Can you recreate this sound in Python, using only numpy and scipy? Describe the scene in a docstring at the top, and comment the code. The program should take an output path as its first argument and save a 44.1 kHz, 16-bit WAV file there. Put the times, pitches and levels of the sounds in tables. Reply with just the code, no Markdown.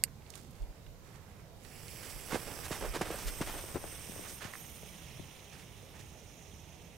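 """An open frosty field. A lighter snaps with a short metallic ring, and a sleeve rustles among dry ticks.
At 1.6 s a firework fuse catches and hisses to the end, its echo off the frozen ground combing the hiss.
From 2 s someone runs past, right to left, heels knocking and frost crunching; then lighter feet shift
on the right. Wind and soft handling bumps nudge the microphone, over still air and a far hum."""
import sys
import numpy as np
from scipy import signal
from scipy.fft import rfft, irfft
from scipy.io import wavfile
from scipy.ndimage import uniform_filter1d

SR = 44100
rng = np.random.default_rng(int(sys.argv[2]) if len(sys.argv) > 2 else 0)


def wrap_up_sound(samples):
    """Save the sound to the file named by the first command line argument, as 16-bit audio."""
    columns = np.atleast_2d(samples).T
    # keep every value between -1 and 1, then stretch to whole-number steps
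    tamed = np.clip(columns, -1, 1)
    steps = np.round(tamed * 32767).astype(np.int16)
    wavfile.write(sys.argv[1], SR, steps)


N = 307377
T = np.arange(N) / SR

# the runner's path; every pan is left minus right: (time [s], scuff level [dB], pan [dB])
RUNNER = [(1.7, -38, -10), (1.9, -55, -7), (2.24, -52, -7), (2.4, -47, -7.5), (3.2, -48.5, -2),
          (3.8, -49, 6.5), (4.05, -55.5, 9), (4.2, -51, 16), (4.7, -61.5, 10), (5.3, -63.5, 10),
          (6.3, -63, -5)]
NEAR_PAN_DB = -11  # feet shifting close by, on the right


def fuse():
    """A sputtering gas jet plus its delayed ground echo, which combs the hiss."""
    # the burn: (time [s], level [dB], tilt above 3 kHz [dB/octave])
    burn = [(1.625, -74, 2), (1.64, -57, 2), (1.72, -48, -0.2), (1.95, -43, 0.5), (2.3, -42, 1),
            (2.8, -42, 1.2), (3, -39.5, -3.5), (3.15, -42, 1.7), (3.57, -40, -0.3), (3.8, -45.5, 0.8),
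            (4, -41.5, -0.8), (4.36, -44, 1.6), (4.42, -44.5, -4.5), (4.57, -44, -0.1), (4.85, -44.5, -2),
            (5.1, -42.5, -4.5), (5.6, -46.5, -4.5), (6.3, -48, -4.5), (6.97, -49, -6)]
    # tone of the jet: (frequency [Hz], level [dB])
    jet = [(250, -22), (600, -18), (1500, 2.5), (3000, -3.5), (6000, -2), (9000, -1.5), (13000, -4.5),
           (16000, -7.5)]
    # bands of the hiss that swell: (time [s], centre [Hz], boost [dB], half-length [s])
    flares = [(3.45, 14600, 3.5, 0.43), (3.9, 8900, 4.5, 0.8), (4.64, 12000, 6.5, .2), (6.5, 6400, 6, 0.45)]
    hz, t = grid(size=256)
    lit_s = burn[0][0]
    colour_db = along(burn, 1, t) + along(burn, 2, t) * np.log2(np.maximum(hz, 3000) / 3000)
    for s, centre_hz, db, half_s in flares:
        colour_db += db * np.exp(-((hz - centre_hz) / 1300) ** 2 - ((t - s) / half_s) ** 2)
    echo = .6 + .3 / (1 + (hz / 2500) ** 4)
    spacing_hz = np.minimum(2600 + 142 * (t - lit_s), 3055)  # the comb glides up, then holds
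    comb = abs(1 + echo * np.exp(-2j * np.pi * hz / spacing_hz))
    sputter_db = 0.81 * evened(uniform_filter1d(rng.standard_normal(len(t)), size=4))
    gain = gain_of(read(jet, hz) + colour_db + sputter_db) * comb * (t > lit_s)
    return panned(noise(gain, same=.93 - 0.52 * hz / 15000, patchy_db=1.7), pan_db=-9)


def footfalls():
    """Heel and sole knock on hard ground; the weight lands just after, about an octave lower."""
    # (time [s], knock peak [dB], nominal pitch [Hz], weight peak [dB])
    thuds = [(2.3298, -26, 272, -36), (2.345, -24.5, 278, -52), (2.3575, -24, 470, -43),
             (2.7088, -28.5, 374, -31.5), (2.825, -31, 393, -48), (2.848, -31, 496, -50),
             (2.963, -29.5, 333, -38), (3.0116, -23, 405, -26.5), (3.1044, -26, 417, -42),
             (3.144, -35, 445, -55), (3.4079, -27.5, 394, -26.5), (3.64, -35, 398, -55),
             (3.7463, -33, 157, -55), (3.7575, -27, 325, -32.5), (3.84, -35, 580, -55),
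             (4.096, -37.5, 228, -52), (4.162, -39, 440, -55), (4.194, -37.5, 362, -59),
             (4.45, -37.5, 204, -55), (4.832, -42, 440, -55), (5.1958, -38.5, 337, -35),
             (5.996, -45, 300, -42), (6.536, -44, 128, -56)]
    out = np.zeros((2, N))
    for s, db, hz, weight_db in thuds:
        pan_db = along(RUNNER, 2, s) if s < 5.5 else NEAR_PAN_DB
        add(out, s, panned(knock(db, hz), pan_db))
        add(out, s + 0.0045, panned(knock(weight_db, 0.492 * hz), pan_db))
    return out


def knock(db, hz):
    """One dull, fast-dying thump whose pitch sags as the sole flattens."""
    t = np.arange(6000) / SR
    turns = hz * np.log(1 + 260 * t) / 160
    envelope = np.exp(-1.1 * min(hz, 330) * t) * np.minimum(10 * hz * t, 1)
    thump = -np.sin(2 * np.pi * turns) * envelope
    thump = signal.lfilter(*signal.butter(2, 2.9 * hz, fs=SR), thump)  # rubber blunts the edge
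    return gain_of(db) * thump[None] / abs(thump).max()


def frost_crunch():
    """Frost breaks under a shoe in short, gritty bursts."""
    # (time [s], length [ms, capped at 130], lateness of the peak [exponent], level [dB], tilt [dB/octave])
    crunches = [(2.02, 100, 0.46, -42, 2), (2.09, 40, 0.66, -48.5, 9), (2.295, 95, 0.98, -28, -0.6),
                (2.46, 106, 0.51, -41.5, -3.5), (2.633, 48, 0.74, -37, 4), (2.711, 86, 0.36, -31.5, 1.5),
                (2.8, 103, 0.8, -33.5, -3), (2.926, 57.5, 1.4, -27, -0.4), (3.012, 34, 0.22, -24, -1.2),
                (3.05, 79, 0.31, -34, -1.5), (3.1, 120, 0.33, -34.5, -1.2), (3.18, 140, 0.28, -38.5, 2.5),
                (3.265, 43, 0.73, -33.5, 4), (3.411, 38, 0.35, -28, -0.6), (3.46, 75, 0.69, -33.5, -0.7),
                (3.525, 64, 0.62, -39.5, -3.5), (3.576, 30, .75, -36.5, -0.5), (3.745, 41, .88, -35, -5),
                (3.835, 32, 0.91, -45, -7.5), (4.23, 73, 0.68, -39.5, -2.5), (4.276, 67, 0.59, -51, 10),
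                (4.397, 88, 0.94, -33, -1), (4.461, 59, .7, -39.5, -1), (4.525, 45, 0.54, -43, 0),
                (5.525, 87, 0.29, -43.5, .2), (5.579, 75, 0.59, -49, 2.5), (5.93, 52, 1.4, -45, -2),
                (5.986, 51, 0.75, -47.5, 3.5)]
    # tone of breaking frost: (frequency [Hz], level [dB])
    frost = [(60, -19), (350, 2.5), (800, 0.2), (1700, -1.5), (3200, -8.5), (6000, -12), (9000, -13.5),
             (16000, -27)]
    out, t = np.zeros((2, N)), np.arange(6000) / SR
    hz = np.fft.rfftfreq(len(t), 1 / SR)
    octaves = np.log2(np.clip(hz, 350, 6000) / 1700)
    thin_db = -11 * np.clip(-octaves / 2, 0, 1)
    for s, ms, late, db, tilt_db in crunches:
        near = s > 4  # a light foot close by: less low end
        colour_db = read(frost, hz) + db + tilt_db * octaves + near * thin_db
        grains = grit(len(t), per_s=7000, spread_db=1.8, same=0.93)
        crunch = irfft(rfft(grains) * gain_of(colour_db), len(t))
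        progress = np.minimum(1000 * t / min(ms, 130), 1)
        swell = np.sin(np.pi * progress ** np.clip(late, .3, 1.5))
        add(out, s, panned(crunch * swell, NEAR_PAN_DB if near else along(RUNNER, 2, s)))
    return out


def scuffing():
    """Soles scrape between the steps, swinging less far left than the footfalls."""
    # tone of the soles: (frequency [Hz], level [dB])
    soles = [(90, 6.5), (200, -1.5), (450, 0.5), (900, -4), (1400, -5.5), (4000, -15), (16000, -20)]
    scuff = coloured(grit(N, per_s=1500, spread_db=2.6, same=0.68), lambda f: gain_of(read(soles, f)))
    fade = np.clip(np.minimum(T - RUNNER[0][0], RUNNER[-1][0] - T) / 0.32, 0, 1)
    pan_db = along(RUNNER, 2)
    return panned(scuff * gain_of(along(RUNNER)) * fade, np.minimum(pan_db, 0.27 * pan_db))


def lighter():
    """The snap rings the lighter and scatters off hands and ground."""
    # (time [s], peak of the direct ring [dB], pan [dB])
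    snaps = [(0.0379, -6, -9)]
    # the lighter's modes: (frequency [Hz], level [dB], time to fall 60 dB [s])
    modes = [(2000, -6.5, 0.006), (2770, -16, 0.013), (4750, -4.5, 0.0079), (6900, -7, 0.0041),
             (8140, 6.5, 0.0034), (9030, -3.5, .005), (11400, 8, 0.0019), (13950, -4, 0.003)]
    out, t = np.zeros((2, N)), np.arange(2000) / SR
    ring = sum((-1) ** k * gain_of(db - 60 * t / t60) * np.sin(2 * np.pi * hz * t)
               for k, (hz, db, t60) in enumerate(modes))
    ring *= np.minimum(t / 0.00026, 1)
    ring = signal.sosfilt(signal.butter(4, 1500, "high", fs=SR, output="sos"), ring)
    scatter = gain_of(-30 - 60 * t / 0.04) * (t > .0012) * rng.standard_normal((2, len(t)))
    scatter[:, 0] = 1  # the direct sound
    snap = signal.fftconvolve(ring[None], scatter, axes=1)
    for s, db, pan_db in snaps:
        add(out, s, panned(gain_of(db) * snap / abs(ring).max(), pan_db))
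    return out


def dry_ticks():
    """Each tick is a fast-dying band of noise; higher ticks are broader."""
    # (time [s], peak [dB], centre [Hz], pan [dB])
    ticks = [(.0782, -50, 1900, -10), (.221, -55, 2980, -12), (.2643, -49, 2980, -14),
             (0.303, -37.5, 5860, -25), (.3386, -41.5, 3000, -25), (0.355, -38.5, 6000, -30),
             (.433, -54, 9000, -16), (.5085, -49, 9500, -16), (0.621, -52, 6000, -7.5),
             (0.628, -53, 2500, -9), (.726, -57, 1400, -9), (0.865, -50, 2420, -14),
             (1.1568, -53, 5000, -16), (1.6357, -50, 5700, -17), (1.6487, -47, 3000, -21),
             (1.8816, -37, 4030, -8.5), (4.537, -33, 1530, -10), (4.5537, -35.5, 1450, -7),
             (5.525, -51, 2200, -7)]
    out, t = np.zeros((2, N)), np.arange(2000) / SR
    for s, db, hz, pan_db in ticks:
        octaves = 0.4 * (hz / 1000) ** 0.52
        tick = coloured(rng.standard_normal((1, len(t))), band(hz, octaves)) * gain_of(-60 * t / 0.022)
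        add(out, s, panned(gain_of(db) * tick / abs(tick).max(), pan_db))
    return out


def sleeve():
    """Fine cloth crackle over a duller rub; both swell and die with each movement."""
    # (time of the peak [s], crackle level [dB], rub level [dB])
    movements = [(.08, -88, -74), (.23, -87, -73), (.29, -77, -73), (.36, -54.5, -70), (.56, -68, -72),
                 (.63, -84, -85), (.76, -75, -69), (1.07, -66, -67.5), (1.16, -70, -63.5),
                 (1.29, -71, -68.5), (1.4, -72, -66.5), (1.655, -59.5, -64)]
    # tone of the crackle: (frequency [Hz], level [dB])
    cloth = [(900, -3.5), (2000, -9.5), (4000, -7), (8000, -6), (16000, -17)]
    swell_db_per_s, die_db_per_s = 202, 134
    crackle = coloured(grit(N, per_s=9000, spread_db=5.4, same=0.65), lambda f: gain_of(read(cloth, f)))
    rub = coloured(grit(N, per_s=6000, spread_db=2.4, same=0.74), band(1500, octaves=0.86))
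    rustle = np.zeros((2, N))
    for s, crackle_db, rub_db in movements:
        drop_db = np.maximum(swell_db_per_s * (s - T), die_db_per_s * (T - s))
        rustle += crackle * gain_of(crackle_db - drop_db) + rub * gain_of(rub_db - drop_db)
    return panned(rustle, pan_db=-16)


def handling():
    """Soft, deep bumps of the hand-held microphone's body."""
    # (time [s], peak [dB], length [ms])
    bumps = [(0.589, -31.5, 77), (.671, -39.5, 61), (.86, -46, 40), (2.12, -42, 89), (2.8, -36.5, 64),
             (2.85, -34, 95), (3.231, -30.5, 88), (3.31, -40, 48), (3.45, -49, 70)]
    out, bump_hz = np.zeros((2, N)), 39.7
    for s, db, ms in bumps:
        t = np.arange(0, ms / 1000, 1 / SR)
        bump = np.sin(2 * np.pi * bump_hz * t + [[1.2], [0]]) * np.hanning(len(t))
        add(out, s, panned(gain_of(db) * bump, pan_db=-4))
    return out


def wind():
    """Lumpy low pressure, nearly unrelated at the microphone's two ports."""
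    # (time [s], level [dB])
    gusts = [(0, -59), (1, -60.5), (2, -65), (2.5, -64), (3, -53), (3.5, -51), (4, -72), (5, -66), (7, -74)]
    hz, t = grid(size=4096)
    low_band = 1 / (1 + (hz / 50) ** 5) / (1 + (24 / (hz + 1)) ** 5)
    rumble = noise(low_band + 0 * t, same=0.082, patchy_db=1.5)
    return panned(evened(rumble) * gain_of(along(gusts)), pan_db=-8)


def air():
    """A steady bed of still air, far hum and microphone hiss, leaning right."""
    # (frequency [Hz], level [dB])
    tone = [(15, -19), (25, -51), (59, 2), (153, -1.5), (270, -12), (476, -11.5), (800, -16), (1150, -22.5),
            (1500, -26.5), (3250, -28), (7000, -30), (10000, -35), (13000, -31.5), (16000, -38)]
    # (frequency [Hz], left-right likeness [0-1])
    likeness = [(60, 0.74), (180, 0.79), (550, 0.7), (1650, 0.33), (4970, 0.027), (15000, 0.11)]
    # (frequency [Hz], pan [dB])
    balance = [(60, -6), (180, -4.5), (550, -5.5), (1650, -6.5), (4970, -4.5), (15000, -2)]
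    hz, t = grid(size=2048)
    bed = noise(gain_of(read(tone, hz) + 0 * t), same=read(likeness, hz), patchy_db=1.75)
    lean = gain_of(.5 * read(balance, np.fft.rfftfreq(N, 1 / SR)))
    bed = irfft(rfft(bed) * [lean, 1 / lean], N)
    return gain_of(-54) * bed / np.sqrt(np.mean(bed.mean(0) ** 2))


def gain_of(db):
    """Decibels to gain."""
    return 10 ** (np.asarray(db) / 20)


def evened(x):
    """Scales to rms 1."""
    return x / np.sqrt(np.mean(np.abs(x) ** 2) + 1e-20)


def read(points, hz):
    """Reads a spectrum table on a log-frequency axis."""
    f, value = np.transpose(points)
    return np.interp(np.log(hz + 1), np.log(f + 1), value)


def along(rows, column=1, t=T):
    """Reads one column of a curve in time."""
    return np.interp(t, [r[0] for r in rows], [r[column] for r in rows])


def add(mix, s, sound):
    """Mixes a stereo sound in at s seconds."""
    part = mix[:, round(s * SR):][:, :sound.shape[1]]
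    part += sound[:, :part.shape[1]]


def panned(x, pan_db):
    """Pans with two gains whose mean is one; positive is left."""
    g = gain_of(pan_db)
    return np.array([2 * g / (1 + g) * x[0], 2 / (1 + g) * x[-1]])


def grid(size):
    """Frequencies (column) and times (row) of short-time spectra."""
    return np.fft.rfftfreq(size, 1 / SR)[:, None], np.arange(N * 4 // size + 5) * size / 4 / SR


def noise(gain, same, patchy_db):
    """Stereo noise shaped on the grid, with drifting patches; `same` is the left-right likeness."""
    bins, frames = gain.shape
    a, b, c, d, patches = rng.standard_normal((frames, bins, 5)).T
    patches = evened(uniform_filter1d(uniform_filter1d(patches, size=7, axis=0), size=12, axis=1))
    left = a + 1j * b
    right = same * left + np.sqrt(1 - same ** 2) * (c + 1j * d)
    spectra = np.array([left, right]) * gain * gain_of(patchy_db * patches)
    size = 2 * (bins - 1)
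    return signal.istft(spectra, nperseg=size, noverlap=size * 3 // 4)[1][:, :N] / np.sqrt(size * 4 / 3)


def grit(count, per_s, spread_db, same):
    """A stereo train of snaps of very uneven size, partly shared by both sides."""
    hit = rng.random((count, 2)) < per_s / SR
    sizes = gain_of(spread_db * np.minimum(rng.exponential(1, (count, 2)), 4))
    left, other = (hit * sizes * rng.standard_normal((count, 2))).T
    return evened([left, same * left + np.sqrt(1 - same ** 2) * other])


def band(centre_hz, octaves):
    """A band-pass curve, 6 dB down at `octaves` either side."""
    return lambda f: 1 / (1 + (np.log2((f + 1) / centre_hz) / octaves) ** 4)


def coloured(x, gain):
    """Filters by a gain given as a function of frequency; rms 1."""
    hz = np.fft.rfftfreq(x.shape[1], 1 / SR)
    return evened(irfft(rfft(x) * gain(hz), x.shape[1]))


def scene():
    """All sources in the open air, from the bed up."""
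    bed = air() + wind() + handling()
    hands = lighter() + dry_ticks() + sleeve()
    return bed + hands + fuse() + footfalls() + frost_crunch() + scuffing()


def record(dry):
    """A steep low-pass trims the very top."""
    low_pass = signal.firwin(511, 15850, window=("kaiser", 9), fs=SR)
    return signal.oaconvolve(dry, low_pass[None], "same")


dry = scene()
out = record(dry)
wrap_up_sound(out)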